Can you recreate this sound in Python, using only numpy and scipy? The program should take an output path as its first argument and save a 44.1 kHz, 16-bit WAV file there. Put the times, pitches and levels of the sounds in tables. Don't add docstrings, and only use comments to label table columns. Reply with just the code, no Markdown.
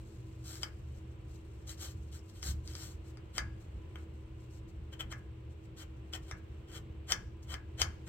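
import sys
import numpy as np
from scipy import signal
from scipy.fft import rfft, irfft
from scipy.io import wavfile
from scipy.ndimage import uniform_filter1d

SR = 44100
rng = np.random.default_rng(int(sys.argv[2]) if len(sys.argv) > 2 else 0)


def to_wav(sig):
    pcm = np.clip(np.atleast_2d(sig), -1, 1) * 32767
    pcm = np.round(pcm).astype(np.int16)
    wavfile.write(sys.argv[1], SR, pcm.T)


def volts_from_db(level):
    exponent = np.asarray(level, float) / 20
    return 10 ** exponent


N = 356328
TIME = np.arange(N) / SR
EARS = np.array([0.5, -0.5])


def level(x, db):
    return x * volts_from_db(db) / np.sqrt(np.mean(x ** 2))


def unit_energy(x):
    return x / np.sqrt(np.sum(x ** 2))


def decay(t, t60):
    return 1000. ** (-t / t60)


def walk(rate):
    k = int(SR / rate)
    steps = np.repeat(rng.standard_normal(N // k + 1), k)
    return 1.02 * uniform_filter1d(uniform_filter1d(steps, k), k)[:N]


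def along(table, hz):
    points, values = np.array(table).T[:2]
    return np.interp(np.log(hz), np.log(points), values)


def coloured(table):
    size = 2048
    hz = np.maximum(np.arange(size // 2 + 1) * SR / size, 1)
    cepstrum = irfft(np.log(volts_from_db(np.maximum(along(table, hz), -45))))
    cepstrum[1:size // 2] *= 2
    cepstrum[size // 2 + 1:] = 0
    return unit_energy(irfft(np.exp(rfft(cepstrum)))[:size // 2])


def ring(x, hz, t60):
    r = decay(1 / SR, t60)
    turn = 2 * np.pi * hz / SR
    return signal.lfilter([np.sin(turn)], [1, -2 * r * np.cos(turn), r * r], x)


def struck(modes, sides=0):
    click = np.zeros(16384)
    click[0] = 1
    out = np.zeros(len(click))
    for k, (hz, db, t60) in enumerate(modes):
        out += (-1) ** k * volts_from_db(db + sides * rng.standard_normal()) * ring(click, hz, t60)
    return unit_energy(out)


def diffuse(gain):
    # f/Hz, likeness [0-1]
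    likeness = [(30, 1), (130, 0.98), (290, 0.87), (640, 0), (1400, 0.04), (15000, 0.24)]
    hz = np.maximum(np.arange(N // 2 + 1) * SR / N, 1)
    alike = np.clip(along(likeness, hz), 0, 1)
    mid = irfft(rfft(rng.standard_normal(N)) * gain(hz) * np.sqrt(1 + alike), N)
    side = irfft(rfft(rng.standard_normal(N)) * gain(hz) * np.sqrt(1 - alike), N)
    return np.array([mid + side, mid - side])


def steady_air():
    # f/Hz, level/dB per Hz
    hiss_colour = [(76, -39.5), (130, -3), (258, -20.5), (328, -6), (453, -12.5), (692, -22.5), (1010, -24),
                   (1820, -29.5), (2830, -27.5), (4150, -39), (6870, -55.5), (7910, -45), (10300, -75),
                   (13100, -55), (16000, -53)]
    return level(diffuse(lambda hz: volts_from_db(along(hiss_colour, hz))), -57.5) * volts_from_db(0.8 * walk(3))


def duct_tones():
    # f/Hz, width/Hz, level/dB
    duct_modes = [
        (118.65, 9.6, -55),
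        (74.3, 6.2, -54),
        (1005, 7.9, -79),
    ]
    out = np.zeros((2, N))
    for mode_hz, width, db in duct_modes:
        out += level(diffuse(lambda hz: 1 / (1 + (2 * (hz - mode_hz) / width) ** 2)), db)
    return out


def fan_motor():
    # f/Hz, level/dB, wander/Hz
    motor = (322.6, -60.5, 0.51)
    motor_hz, motor_db, wander_hz = motor
    phase = 2 * np.pi * np.cumsum(motor_hz + wander_hz * walk(3.85)) / SR
    return level(np.sin(phase) * volts_from_db(0.38 * walk(4.4)), motor_db)


def low_rumble():
    # f/Hz, level/dB per Hz
    rumble_colour = [(12, -48), (20, -22.5), (59, 2), (75, 5), (123, -8), (146, -14.5), (220, -16),
                     (290, -34.5), (480, -120)]
    # t/s, level/dB
    thumps = [(1.95, -49), (2.48, -35.5), (2.88, -49), (3.419, -38.5), (3.76, -50), (4.66, -47.5),
              (5.06, -45.5), (6.33, -50), (6.82, -44.5), (7.16, -42.5), (7.54, -46.5), (7.83, -40.5)]
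    rise_s, t60_s = 0.032, 0.48
    swell = np.full(N, volts_from_db(-49.5))
    for s, db in thumps:
        since = TIME - s
        swell += volts_from_db(db + np.where(since < 0, 20 * since / rise_s, -60 * since / t60_s))
    return level(diffuse(lambda hz: volts_from_db(along(rumble_colour, hz))), 0) * swell


def garage():
    return low_rumble() + duct_tones() + fan_motor() + steady_air()


def stroke(start, hardest, end, db, rise_db, fall_db, bend):
    span = slice(max(int(start * SR), 0), int(end * SR))
    t = TIME[span]
    before = np.clip((hardest - t) / max(hardest - start, 0.002), 0, 1)
    after = np.clip((t - hardest) / max(end - hardest, 0.002), 0, 1)
    edge = np.clip(np.minimum(t - start, end - t) / 0.007, 0, 1)
    return span, edge * volts_from_db(db - rise_db * before ** bend - fall_db * after ** bend)


def grains(per_s, spread_db):
    chance = rng.random((3, N))
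    size = volts_from_db(-spread_db * np.log(chance[1] + 0.049))
    snaps = (chance[0] < per_s / SR) * size * np.sign(chance[2] - 0.5)
    return level(snaps * volts_from_db(2.0 * walk(90)), 0)



def glove_push():
    # t/s, level/dB
    rustle = [(0.0, -74.5), (0.7, -78.5), (1.2, -81.5), (1.9, -76), (3.0, -81.5), (4.2, -82.5),
              (5.6, -86.5), (6.3, -82), (7.0, -86.5), (8.08, -82)]
    # middle t/s, length/s, level/dB
    grazes = [(0.963, 0.13, -80), (1.33, 0.13, -74.5), (2.295, .05, -73), (3.079, .08, -73),
              (3.615, 0.086, -78), (4.003, 0.096, -80), (4.42, 0.11, -79), (4.549, 0.11, -73.5),
              (4.692, 0.045, -74.5), (5.174, 0.051, -76), (5.518, 0.054, -81), (5.646, 0.043, -80),
              (6.238, 0.036, -75), (6.378, .03, -74), (1.545, 0.087, -82), (0.105, 0.1, -79)]
    light = volts_from_db(np.interp(TIME, *np.transpose(rustle)))
    for s, length, db in grazes:
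        span, push = stroke(s - length / 2, s, s + length / 2, db, 14, 14, 2)
        light[span] += push
    out = np.zeros((6, 2, N))
    layers = volts_from_db(np.array([0, -5.5]))
    out[[0, 3]] = layers[:, None, None] * volts_from_db(12 * EARS)[:, None] * light
    return out


def stroke_push():
    # start t/s, hardest t/s, end t/s, grit level/dB, ring of tip and joint/dB above usual
    scrapes = [(0.424, 0.498, 0.69, -52.5, -2.5), (1.664, 1.692, 1.752, -51, -0.5),
               (1.77, 1.828, 1.93, -50, -1), (2.111, 2.131, 2.2, -58.5, 1), (2.33, 2.37, 2.43, -64, 2),
               (2.415, 2.465, 2.535, -43, -4), (2.634, 2.674, 2.8, -60, 3), (2.7, 2.83, 2.96, -54, -1),
               (4.916, 4.932, 4.95, -61, 14), (4.988, 5.005, 5.03, -53, 16), (5.76, 5.788, 5.82, -57, 4),
               (5.79, 5.822, 5.842, -57, 8), (6.12, 6.146, 6.172, -48, 10), (6.709, 6.765, 6.795, -54, 8.5),
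               (6.67, 6.698, 6.73, -66.5, 11.5), (7.418, 7.432, 7.45, -63, -8)]
    # start t/s, jump t/s, last grit level/dB, ring/dB above usual
    run_ups = [(0.6, 0.628, -52, 4), (3.328, 3.377, -48.5, 7), (5.093, 5.12, -52, 8),
               (6.205, 6.31, -63.5, 10), (7.062, 7.117, -43, 8), (7.46, 7.537, -51, 11),
               (7.77, 7.814, -40, 9), (8.05, 8.087, -52.5, 9.5)]
    strokes = []
    for start, hardest, end, db, ring_db in scrapes:
        strokes.append((stroke(start, hardest, end, db, 18.5, 22.5, 1.97), ring_db))
    for start, jump, db, ring_db in run_ups:
        strokes.append((stroke(start, jump, jump + 0.006, db, 30, 0, 1.6), ring_db))
    out = np.zeros((6, 2, N))
    for (span, push), ring_db in strokes:
        layers = volts_from_db(np.array([0, -11 + ring_db, -6.5 + 0.79 * ring_db, -6.5 - 0.15 * ring_db]))
        out[:4, :, span] += layers[:, None, None] * volts_from_db(4.5 * EARS)[:, None] * push
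    return out


def tick_blows():
    ticks = [(0.555, -48.5, -14, -4.5, -15), (0.632, -31, -2.5, -5, -22), (1.678, -50, -21, -14, -24),
             (2.1273, -59, -13, -16, -16), (2.1916, -60, -16, -11, -19), (2.2977, -56.5, -15, -10, -16),
             (2.415, -57, -17, -22, -12), (2.4285, -38.5, -8.5, -6, -17), (2.676, -42.5, -22, -19, -23),
             (2.736, -53, -21, -7, -29), (2.7526, -40.5, -25, -9, -29), (3.1721, -55, -16, 1, -17),
             (3.381, -25.5, -10, -4.5, -11.5), (3.957, -60, 11, 15, -19), (4.9333, -64, -3, -9, -20),
             (5.0065, -54, 22, 9, -12), (5.1251, -45, -5, 5.5, -1.5), (6.135, -41, 5.5, -20, -22),
             (6.3123, -40.5, -30, 2, -8), (7.1209, -19.5, -9, -10.5, -19), (7.43, -61, -21, -13, -21),
             (7.5407, -39, -2, 0.5, -8), (7.8172, -19.5, -5, -8.5, -23)]
    blows = np.zeros((7, 2, N + 200))
    chatter = rng.random((len(ticks), 2, 5))
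    for (s, db, tip_db, knock_db, ring_db), (gaps, sizes) in zip(ticks, chatter):
        at = int(s * SR)
        pan_db = 3 + 0.0069 * (db + 37)
        layers_db = np.array([0, tip_db, 0, -13, 0, knock_db, ring_db])
        push = volts_from_db(db + layers_db[:, None] + pan_db * EARS)
        blows[:, :, at] += push
        for late, size in zip(np.cumsum(0.00015 + 0.0004 * gaps), 2 * sizes - 1):
            strength = np.sign(size) * (0.67 + 0.5 * abs(size)) * np.exp(-late / 0.0023)
            blows[3:5, :, at + int(late * SR)] += push[3:5] * strength
    return blows[:, :, :N]


def layer_sounds():
    # f/Hz, level/dB per Hz
    grit = [(2060, -27.5), (3500, -6), (3970, -2.5), (4340, 0), (5140, -4), (5570, -0.5), (6080, -2),
            (7700, 2), (8910, -7), (9800, -14), (12700, -37), (21600, -120)]
    # f/Hz, width/Hz, level/dB
    tip = [(3077, 85, 1), (3320, 306, -7), (2984, 160, -8), (1297, 87, -10.5), (7770, 180, -17),
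           (14500, 300, -19)]
    # f/Hz, level/dB per Hz
    rasp = [(290, -40.5), (500, -1), (633, -8.5), (837, -4.5), (901, -3), (1840, -4), (2900, -9.5),
            (3770, -26), (6380, -120)]
    # f/Hz, level/dB per Hz
    sharp = [(5760, -13), (9800, -20), (10800, -1), (12900, 4.5), (15700, -1)]
    # f/Hz, level/dB per Hz
    crack = [(2060, -40.5), (3500, -7), (4020, -12), (4450, -3), (5030, -2), (5790, 1), (6150, -1.5),
             (6820, -8), (7600, -7.5), (9390, -17), (9800, -17.5), (12700, -49), (21600, -120)]
    # f/Hz, level/dB per Hz
    knock = [(180, -24.5), (300, -12), (535, -7), (1080, -2.5), (1260, -0.5), (1600, 0), (1900, -8.5),
             (2150, 1), (2530, -11.5), (2700, -9), (3510, -46), (5940, -120)]
    tip_modes = [(hz, db + 20 * np.log10(width / 100), np.log(1000) / (np.pi * width)) for hz, width, db in tip]
    return [coloured(grit), struck(tip_modes), coloured(rasp), coloured(sharp), coloured(crack), coloured(knock)]


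def underbody(t60, tail_db, lag_s):
    age = np.arange(12000) / SR
    noise = rng.standard_normal(len(age))
    dull = signal.lfilter([0.4], [1, -0.6], noise)
    tail = dull + (noise - dull) * (0.3 + 0.7 * np.exp(-age / 0.0086))
    fade = decay(age, t60) + volts_from_db(-23) * decay(age, 0.45)
    tail *= fade * (1 - np.exp(-age / 0.0003))
    path = volts_from_db(tail_db) * unit_energy(tail)
    path[int(lag_s * SR)] += 1
    return path / np.sqrt(1 + volts_from_db(2 * tail_db))


def shaft_ring():
    # f/Hz, level/dB, t60/s
    shaft_modes = [(700, -17, 0.23), (1015, -28, .2), (1165, -5, 0.15), (1449, 7, 0.077), (1510, -8, 0.13),
                   (1625, -5, 0.1), (1648, -4.5, 0.39), (1702, -3, 0.31), (1730, -0.5, 0.16),
                   (1884, 5.5, 0.062), (2063, 2.5, 0.15), (2180, -8, 0.059), (2330, -8, .15),
                   (4160, -14.5, 0.056)]
    out = struck(shaft_modes, sides=1.5)
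    return volts_from_db(28.5) * out * (1 - np.exp(-np.arange(len(out)) / SR / 0.0024))


def scratching():
    # tail t60/s, tail level/dB, left minus right/dB, tick boost/dB, right lag/s
    paths = [
        (0.087, -1, 0, -34, .0001),
        (0.08, -5, 7.5, 18.5, .0001),
        (0.14, 2, 0, -21, .00005),
        (0.09, 4, -7.5, 6.5, .0001),
        (0.1, -4, 2.5, 15, .0001),
        (0.25, -1, -2, 21, .0001),
    ]
    scrape = (stroke_push() + glove_push()) * grains(per_s=3000, spread_db=3.5)
    blows = tick_blows()
    sounds = layer_sounds()
    out = np.zeros((2, N))
    for ear in range(2):
        for k, (t60, tail_db, side_db, boost_db, lag_s) in enumerate(paths):
            path = underbody(t60, tail_db, ear * lag_s)
            heard = signal.fftconvolve(sounds[k], path) * volts_from_db(side_db * EARS[ear])
            push = scrape[k, ear] + volts_from_db(boost_db) * blows[k, ear]
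            out[ear] += signal.oaconvolve(push, heard)[:N]
        out[ear] += signal.fftconvolve(blows[6, ear], shaft_ring())[:N]
    return out


def scene():
    return garage() + scratching()


def low_pass(x):
    return signal.sosfilt(signal.butter(12, 16590, fs=SR, output="sos"), x)


def record(dry):
    top_cut = signal.ellip(10, 0.2, 60, 15880, fs=SR, output="sos")
    mix = signal.sosfilt(top_cut, dry)
    return low_pass(mix)


dry = scene()
out = record(dry)
to_wav(out)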